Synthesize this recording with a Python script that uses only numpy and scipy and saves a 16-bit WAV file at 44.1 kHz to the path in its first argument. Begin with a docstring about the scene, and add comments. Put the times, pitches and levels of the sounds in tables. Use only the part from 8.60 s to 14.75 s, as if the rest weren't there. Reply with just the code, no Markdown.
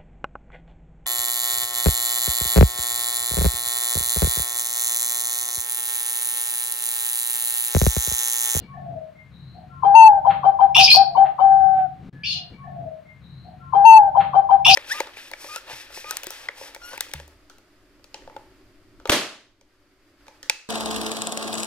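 """A hard-walled yard with traffic humming behind it. Close by, a caged dove sings a long rising coo,
six short notes and a drawn-out last one: nearly pure tones from a swollen throat, each opened by a
quick downward crack. The loudest coo overloads the left channel. A harsh bird squawks twice with both
sides of its syrinx, others call far off, and feathers rustle in the cage.
It all comes round every 3.9 s, and the level dips briefly once in each round."""
import sys
import numpy as np
from scipy import signal
from scipy.fft import rfft, irfft, next_fast_len
from scipy.io import wavfile
from scipy.ndimage import map_coordinates

SR = 44100
rng = np.random.default_rng(int(sys.argv[2]) if len(sys.argv) > 2 else 0)


def to_wav(s):
    """Save 16-bit WAV."""
    ch = np.atleast_2d(s).T  # columns
    pcm = np.round(np.clip(ch, -1, 1) * 32767)  # PCM
    wavfile.write(sys.argv[1], SR, pcm.astype(np.int16))


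N = 271215
LOOP = 172032  # samples in one round
T = np.arange(LOOP) / SR
HZ = np.fft.rfftfreq(LOOP, 1 / SR)


def amp(db):
    """Decibels to gain."""
    return 10 ** (np.asarray(db) / 20)


def unit(x):
    """Scale to rms 1."""
    return x / np.sqrt(np.mean(x ** 2) + 1e-20)


def along(points, hz):
    """Read (freq_hz, value) points along a log frequency axis."""
    freqs, values = np.transpose(points)
    return np.interp(np.log(hz + 1), np.log(freqs + 1), values)


def curves(rows):
    """One automation curve for each column after the time."""
    times, *columns = np.transpose(rows)
    return [np.interp(T, times, column) for column in columns]


def wobble(rate, size=LOOP):
    """A smooth random curve, rate knots a second."""
    knots = rng.standard_normal(int(size * rate / SR) + 4)
    return map_coordinates(knots, [np.arange(size) * rate / SR])


def waver(x, depth, rate):
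    """Randomly modulate a pitch or level curve; depth is a share of its value."""
    return x * (1 + depth * wobble(rate, len(x)))


def noise(spectrum):
    """Coloured noise of rms 1."""
    return unit(irfft(rfft(rng.standard_normal(LOOP)) * amp(along(spectrum, HZ))))


def wide(spectrum, apart_db):
    """Stereo noise: a shared part and a part of each side's own."""
    return unit(noise(spectrum) + amp(apart_db) * np.array([noise(spectrum), noise(spectrum)]))


def tone(hz):
    """A sine of rms 1 on a pitch curve."""
    return np.sqrt(2) * np.sin(2 * np.pi * np.cumsum(hz) / SR)


def gate(t, start, end, edge):
    """Open from start to end, with smooth edges."""
    return np.sin(np.pi / 2 * np.clip(np.minimum(t - start, end - t) / edge, 0, 1)) ** 2


def glide(length, pitches, edge_s):
    """Pitch and envelope of one syllable that passes evenly through its pitches."""
    t = np.arange(int(length * SR)) / SR
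    return np.interp(t, np.linspace(0, length, len(pitches)), pitches), gate(t, 0, length, edge_s)


def add(track, start_s, sound):
    """Mix a sound into the track."""
    part = track[max(round(start_s * SR), 0):][:len(sound)]
    part += sound[:len(part)]


def puffs(rows):
    """Bell-shaped swells from (peak_s, width_s, level_db) rows."""
    return sum(amp(db) * np.exp(-(2 * (T - peak) / width) ** 2) for peak, width, db in rows)


def pan(left_db):
    """Channel gains for a source that leans left."""
    return amp([[left_db / 2], [-left_db / 2]])


# reverb time of the yard: freq_hz, t60_s
YARD_DECAY = [(200, 0.62), (800, 0.41), (2500, 0.3), (4500, 0.34), (5300, 0.24), (6500, 0.16), (7300, 0.17),
              (14000, 0.065)]


def yard(x):
    """The walls' diffuse reverb, different on each side, after a 10 ms pre-delay."""
    hz, t, spectra = signal.stft(rng.standard_normal((2, SR)), SR, nperseg=256)
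    decay = amp(-60 * t / along(YARD_DECAY, hz)[:, None])
    tail = signal.istft(spectra * decay, SR, nperseg=256)[1]
    tail = np.pad(tail / np.linalg.norm(tail[0]), ((0, 0), (SR // 100, 0)))
    return irfft(rfft(x) * rfft(tail, LOOP))


def near_walls(x, latest_s=.017, count=14):
    """A handful of early reflections on each side."""
    delays = rng.uniform(.00091, latest_s, (2, count))
    signs = rng.choice([-1, 1], (2, count))
    echoes = [sum(sign * np.roll(x, int(delay * SR)) for delay, sign in zip(*side))
              for side in zip(delays, signs)]
    return np.array(echoes) / np.sqrt(count)


# colour of the outdoor air: freq_hz, gain_db
AIR_COLOUR = [(100, -22.5), (300, -7.5), (800, -10), (1800, -11), (3300, -19.5), (4200, -21.5), (5200, -29),
              (8500, -35), (15000, -38)]


def still_air():
    """A faint, wide bed of hiss."""
    return amp(-61) * wide(AIR_COLOUR, apart_db=-2.5)


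# fader rides on the traffic: time_s, rumble_db, hum_db
TRAFFIC_RIDES = [(0.0, -105, -83), (0.09, -55, -47.5), (0.36, -50.5, -41), (0.46, -71, -62.5),
                 (0.85, -51, -42.5), (1.38, -54, -50.5), (1.66, -43.5, -49.5), (1.7, -52, -39),
                 (2.03, -56, -57), (2.08, -47.5, -59), (2.18, -43.5, -42), (2.68, -56.5, -51.5),
                 (2.73, -72, -71.5), (2.82, -53.5, -49), (3.84, -53, -46.5), (3.9, -63.5, -66)]
# colours of its rumble and its hum: freq_hz, gain_db
RUMBLE_COLOUR = [(20, -15.5), (45, -13.5), (60, -6), (75, 4), (105, -1.5), (160, -17.5), (300, -60),
                 (1000, -100)]
HUM_COLOUR = [(70, -31), (105, -8), (126, -6.5), (139, 6), (151, -9), (168, -2), (215, -15), (300, -22),
              (500, -51), (2000, -100)]


def traffic(trim_db=-1, flutter_db=1.5, rumble_floor_db=-65, hum_floor_db=-57):
    """Rumble and hum that swell and ebb over a steady floor."""
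    rumble_db, hum_db = curves(TRAFFIC_RIDES)
    rumble_level = amp(rumble_db + trim_db - flutter_db * wobble(14)) + amp(rumble_floor_db)
    rumble = rumble_level * wide(RUMBLE_COLOUR, apart_db=-12)
    hum_level = amp(hum_db + trim_db - flutter_db * wobble(4.7)) + amp(hum_floor_db)
    return rumble + hum_level * wide(HUM_COLOUR, apart_db=-13)


# low bumps: peak_s, width_s, level_db
LOW_BUMPS = [(3.482, 0.18, -40.5), (0.028, 0.11, -42.5)]


def bumps():
    """Two soft swells of dark noise."""
    dark = noise([(40, -6), (150, 6), (300, -6.5), (700, -21), (4000, -37), (12000, -60.5)])
    return puffs(LOW_BUMPS) * dark


# a far dove's notes: start_s, length_s, level_db
FAR_DOVE = [(0.133, 0.29, -41), (0.938, .075, -44), (1.272, 0.34, -43), (2.383, .26, -41),
            (3.739, 0.094, -49)]
# far whistles: start_s, length_s, pitch_hz, level_db
FAR_WHISTLES = [(0.024, 0.046, 2303, -50), (0.071, 0.085, 1104, -47.5), (0.13, 0.022, 1752, -42),
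                (.545, 0.065, 2116, -51.5), (1.089, 0.051, 1362, -49.5), (1.114, 0.083, 1062, -51),
                (3.521, .12, 1707, -54.5)]


def far_birds(coo_hz=745.5, sag_hz_per_s=430, direct_db=-8, wet_db=-2):
    """Coos that sink and swell, level whistles and one hoarse rising chirp, all mostly reverb."""
    calls = np.zeros(LOOP)

    def call(start, length, pitches, db, rough, swell_db_per_s=0):
        hz, envelope = glide(length, pitches, edge_s=.018)
        level = amp(db + swell_db_per_s * T[:len(hz)]) * envelope
        add(calls, start, level * tone(waver(hz, rough, 400)))

    for start, length, db in FAR_DOVE:
        call(start, length, (coo_hz, coo_hz - sag_hz_per_s * length), db, rough=.039, swell_db_per_s=12)
    for start, length, hz, db in FAR_WHISTLES:
        call(start, length, (hz, hz), db, rough=.012)
    call(start=.706, length=.28, pitches=(3850, 4200), db=-61, rough=.036)  # the chirp
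    return pan(left_db=6) * (amp(direct_db) * calls + amp(wet_db) * yard(calls))


# feather rustles: peak_s, width_s, level_db
RUSTLES = [(1.712, .018, -30), (1.725, .08, -45), (2.662, .035, -42.5), (3.02, .04, -63),
           (3.18, .07, -51.5)]
# their colour: freq_hz, gain_db
RUSTLE_COLOUR = [(300, -10.5), (1200, 5.5), (2700, -1), (4000, -11.5), (5500, -42), (9000, -46.5)]


def feathers(grain_db=4, wet_db=-2):
    """Short, grainy rustles in the cage."""
    rustle = puffs(RUSTLES) * unit(amp(grain_db * wobble(520)) * noise(RUSTLE_COLOUR))
    return pan(left_db=1) * (rustle + amp(wet_db) * yard(rustle))


# squawk syllables: start_s, length_s, pitch_hz, glide_hz, level_db, rasp_db
SYLLABLES = [(2.147, .048, 2810, 249.5, -11.5, -16), (2.194, .028, 2569, -200, -13.5, -1),
             (2.2, .075, 4479, 498.5, -23.5, 2.5), (2.227, .024, 4936, 398.5, -12, -12.5),
             (2.276, 0.043, 2468, 100, -15, -16), (2.301, .036, 4262, 150.5, -12, -18),
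             (2.337, .027, 4474, 200, -13, -11.5), (3.634, .03, 2672, 780.5, -30, -23.5),
             (3.657, .08, 4355, -350, -31.5, -8.5), (3.683, .1, 2847, 154, -38.5, -1.5)]
# the beak's EQ, then the colours of the rasp and of the fizz on the loudest syllables: freq_hz, gain_db
BEAK_EQ = [(1600, -37.5), (2080, -17), (2380, 2), (5300, 3.5), (5900, -3.5), (6500, 7.5), (7300, -5),
           (8400, -2), (12000, -7.5)]
RASP_COLOUR = [(1700, -41.5), (2400, -11), (3300, 1.5), (5200, -3.5), (5900, -9.5), (6500, -5.5),
               (7200, -30), (10500, -29), (13000, -31), (16000, -45)]
FIZZ_COLOUR = [(4000, -36), (6400, 2.5), (7400, -11.5), (8400, -4), (9200, -9.5), (10200, 0), (13000, -5.5),
               (16000, -19.5)]
# reverb send, higher for the later, farther squawk: time_s, send_db
SQUAWK_SEND = [(2.4, -11.5), (3.6, -3)]


def squawker(arch_hz=133, twin_above_hz=701.6, twin_db=-7.5, rough=.5, jitter=.018):
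    """The two sides of the syrinx sing rough twin whistles that jump between two registers."""
    voice, airflow, effort = np.zeros((3, LOOP))
    for start, length, pitch, glide_hz, db, rasp_db in SYLLABLES:
        arch = pitch + np.array([-glide_hz - arch_hz, arch_hz, glide_hz - arch_hz]) / 2
        hz, envelope = glide(length, arch, edge_s=.0015)
        hz = waver(hz, jitter, 900)
        level = amp(db) * waver(envelope, rough, 900) / np.hypot(1, rough)
        octave = amp(-11 - 20 * np.log2(pitch / 2800)) * tone(2 * hz)  # strong in the low register only
        twin = amp(twin_db) * tone(waver(hz + twin_above_hz, jitter, 900))
        add(voice, start, level * (tone(hz) + twin + octave))
        add(airflow, start, amp(rasp_db) * level)
        add(effort, start, level ** 2)
    rasp = airflow * unit(amp(2 * wobble(400)) * noise(RASP_COLOUR))
    fizz = amp(-10) * effort * noise(FIZZ_COLOUR)  # grows faster than the voice: the fizz rides only the loudest syllables
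    voice = irfft(rfft(voice) * amp(along(BEAK_EQ, HZ))) + rasp + fizz
    direct = amp(-4.5) * np.array([voice, np.roll(voice, -(SR // 20000))])
    early = amp(-5) * near_walls(voice)
    reverb = yard(amp(curves(SQUAWK_SEND)[0]) * voice)
    return pan(left_db=3) * (direct + early + reverb)


ATTACK_S, RELEASE_S = .026, .038
HOLD_S, FADE_DB_PER_S = .13, 28  # a held note runs out of air
SCOOP_HZ, SCOOP_S = 60.2, .013  # each note rises into its pitch from below
SAG_HZ_PER_S2, DROOP_HZ = 125, 39  # it sags ever faster, and droops as it closes
LEAP_S, LEAP_RISE_S = 1.337, .021  # the first note breaks into a loud upper register
HIGH_HZ, HIGH_DB, HIGH_SAG_HZ_PER_S = 911, 0, 160
SINK_S, SINK_WIDTH_S = 1.499, .012  # and slides back out of it
# membrane buzz on the attack, then through the held note: harmonic, level_db
ATTACK_BUZZ = [(3, -4), (4, 3.5), (5, -9), (6, -10), (8, -22)]
SUSTAIN_BUZZ = [(3, -61), (5, -59), (6, -62)]


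def coo(start, length, pitch, db, buzz_db, octave_db=-45, breath_db=-35, buzz_t60_s=.19):
    """One nearly pure note and its breath envelope: the swollen throat keeps the overtones down."""
    t = np.arange(int(length * SR)) / SR
    now = start + t
    closing = gate(t, -np.inf, length, RELEASE_S)
    envelope = gate(t, 0, np.inf, ATTACK_S) * closing
    sink = (1 - np.tanh((now - SINK_S) / (2 * SINK_WIDTH_S))) / 2
    high = gate(now, LEAP_S, np.inf, LEAP_RISE_S) * sink  # blend into the upper register
    unsteady = 1 - high / 2  # the upper register is the steadier one
    tremor = 1 + .0078 * unsteady * wobble(150, len(t))
    bend = SCOOP_HZ * np.exp(-t / SCOOP_S) + SAG_HZ_PER_S2 * t ** 2 + DROOP_HZ * (1 - closing)
    high_hz = HIGH_HZ - HIGH_SAG_HZ_PER_S * (now - LEAP_S)
    hz = pitch + high * (high_hz - pitch) - bend
    low_db = db - FADE_DB_PER_S * np.maximum(t - HOLD_S, 0)
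    level = envelope * amp(low_db + high * (HIGH_DB - low_db))
    level = waver(level, .045 * (1 - high), 180)  # low notes shimmer
    # the octave is rough, and grows and fades much less than the note itself
    octave = amp(octave_db) * np.sqrt(level / (level + amp(-26))) * tone(waver(2 * hz, .01, 250))
    # the membranes buzz for a moment after the opening crack, then only faintly
    flash = amp(buzz_db - 60 * t / buzz_t60_s) * gate(t, 0, length, .0066)
    buzz_hz = (pitch - bend / 2) * tremor
    buzz = flash * sum(amp(part_db) * tone(k * buzz_hz) for k, part_db in ATTACK_BUZZ)
    buzz += level * sum(amp(part_db) * tone(k * hz) for k, part_db in SUSTAIN_BUZZ)
    return level * tone(hz * tremor) + octave + buzz, level * unsteady * amp(breath_db)


# evenly spaced points of a crack's fall: pitch_hz
CRACK_FALL = [1090, 1085.7, 947, 731, 574, 666]


def crack(length, db):
    """A quick, rough drop in pitch: the membranes beat unevenly until the note locks in."""
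    hz, envelope = glide(length, CRACK_FALL, edge_s=.018)
    return amp(db) * waver(envelope, .45, 450) * tone(waver(hz, .072, 590))


# the dove's song: start_s, crack_s, note_s, pitch_hz, note_db, crack_db, buzz_db
SONG = [(1.22, .038, 0.37, 803.6, -8.5, -13.5, -46), (1.644, .026, 0.066, 807, -5.5, -10, -49),
        (1.828, 0.03, 0.076, 792, -6, -11.5, -43.5), (1.985, .027, 0.079, 794.6, -5, -10.5, -44.5),
        (2.15, .035, .09, 779, -9.5, -15, -48), (2.338, .028, 0.097, 787.4, -6, -14, -42.5),
        (2.545, .031, .11, 781, -6, -12.5, -41.5), (2.78, .029, 0.48, 782.9, -7, -12.5, -44)]
# colour of its breath: freq_hz, gain_db
BREATH_COLOUR = [(100, -14.5), (280, 1.5), (480, -6.5), (800, -9), (1250, -7.5), (1600, -2.5), (2100, -22),
                 (4500, -32), (8000, -59)]
# the direct sound pans as the dove turns its head: time_s, left_minus_right_db
HEAD_TURNS = [(1.27, 8.5), (1.36, 8.5), (1.47, 4), (1.68, 10), (2.92, 10.5), (3.1, 20), (3.19, -2.5),
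              (3.3, 19.5)]


def dove(lock_share=.62, note_wet_db=-18, crack_wet_db=-11, crack_early_db=-5, crack_direct_db=-4):
    """Each note cracks downward, then settles on the throat's pitch; the walls carry it into the next."""
    notes, breath, cracks = np.zeros((3, LOOP))
    for start, crack_s, note_s, pitch, note_db, crack_db, buzz_db in SONG:
        lock_s = start + lock_share * crack_s  # the note takes over partway through its crack
        voice, airflow = coo(lock_s, note_s, pitch, note_db, buzz_db)
        add(notes, lock_s, voice)
        add(breath, lock_s, airflow)
        add(cracks, start, crack(crack_s, crack_db))
    breath *= noise(BREATH_COLOUR)
    left = notes + amp(crack_direct_db) * cracks + breath
    right = amp(-curves(HEAD_TURNS)[0]) * np.roll(left, -(SR // 8000))  # mostly fainter, a touch earlier
    reverb = amp(note_wet_db) * yard(notes) + amp(crack_wet_db) * yard(cracks + breath)
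    early = amp(crack_early_db) * near_walls(cracks)
    return np.array([left, right]) + pan(left_db=4) * (reverb + early)


def scene(dip_s=3.495, dip_length_s=.034, dip_db=-24):
    """One round of all sources with a brief dip in level, looped."""
    birds = dove() + squawker() + far_birds() + feathers()
    bed = pan(left_db=3.7) * (traffic() + bumps() + still_air())
    dip = amp(dip_db * gate(T, dip_s, dip_s + dip_length_s, .004))
    return ((birds + bed) * dip)[:, np.arange(N) % LOOP]


def record(dry, ceiling=.98, top_hz=15700):
    """A hard clip just under full scale, then a brick-wall low-pass."""
    clipped = np.clip(dry, -ceiling, ceiling)
    size = next_fast_len(N + SR // 2)
    passband = np.fft.rfftfreq(size, 1 / SR) < top_hz
    return irfft(rfft(clipped, size) * passband, size)[:, :N]


dry = scene()
out = record(dry)
to_wav(out)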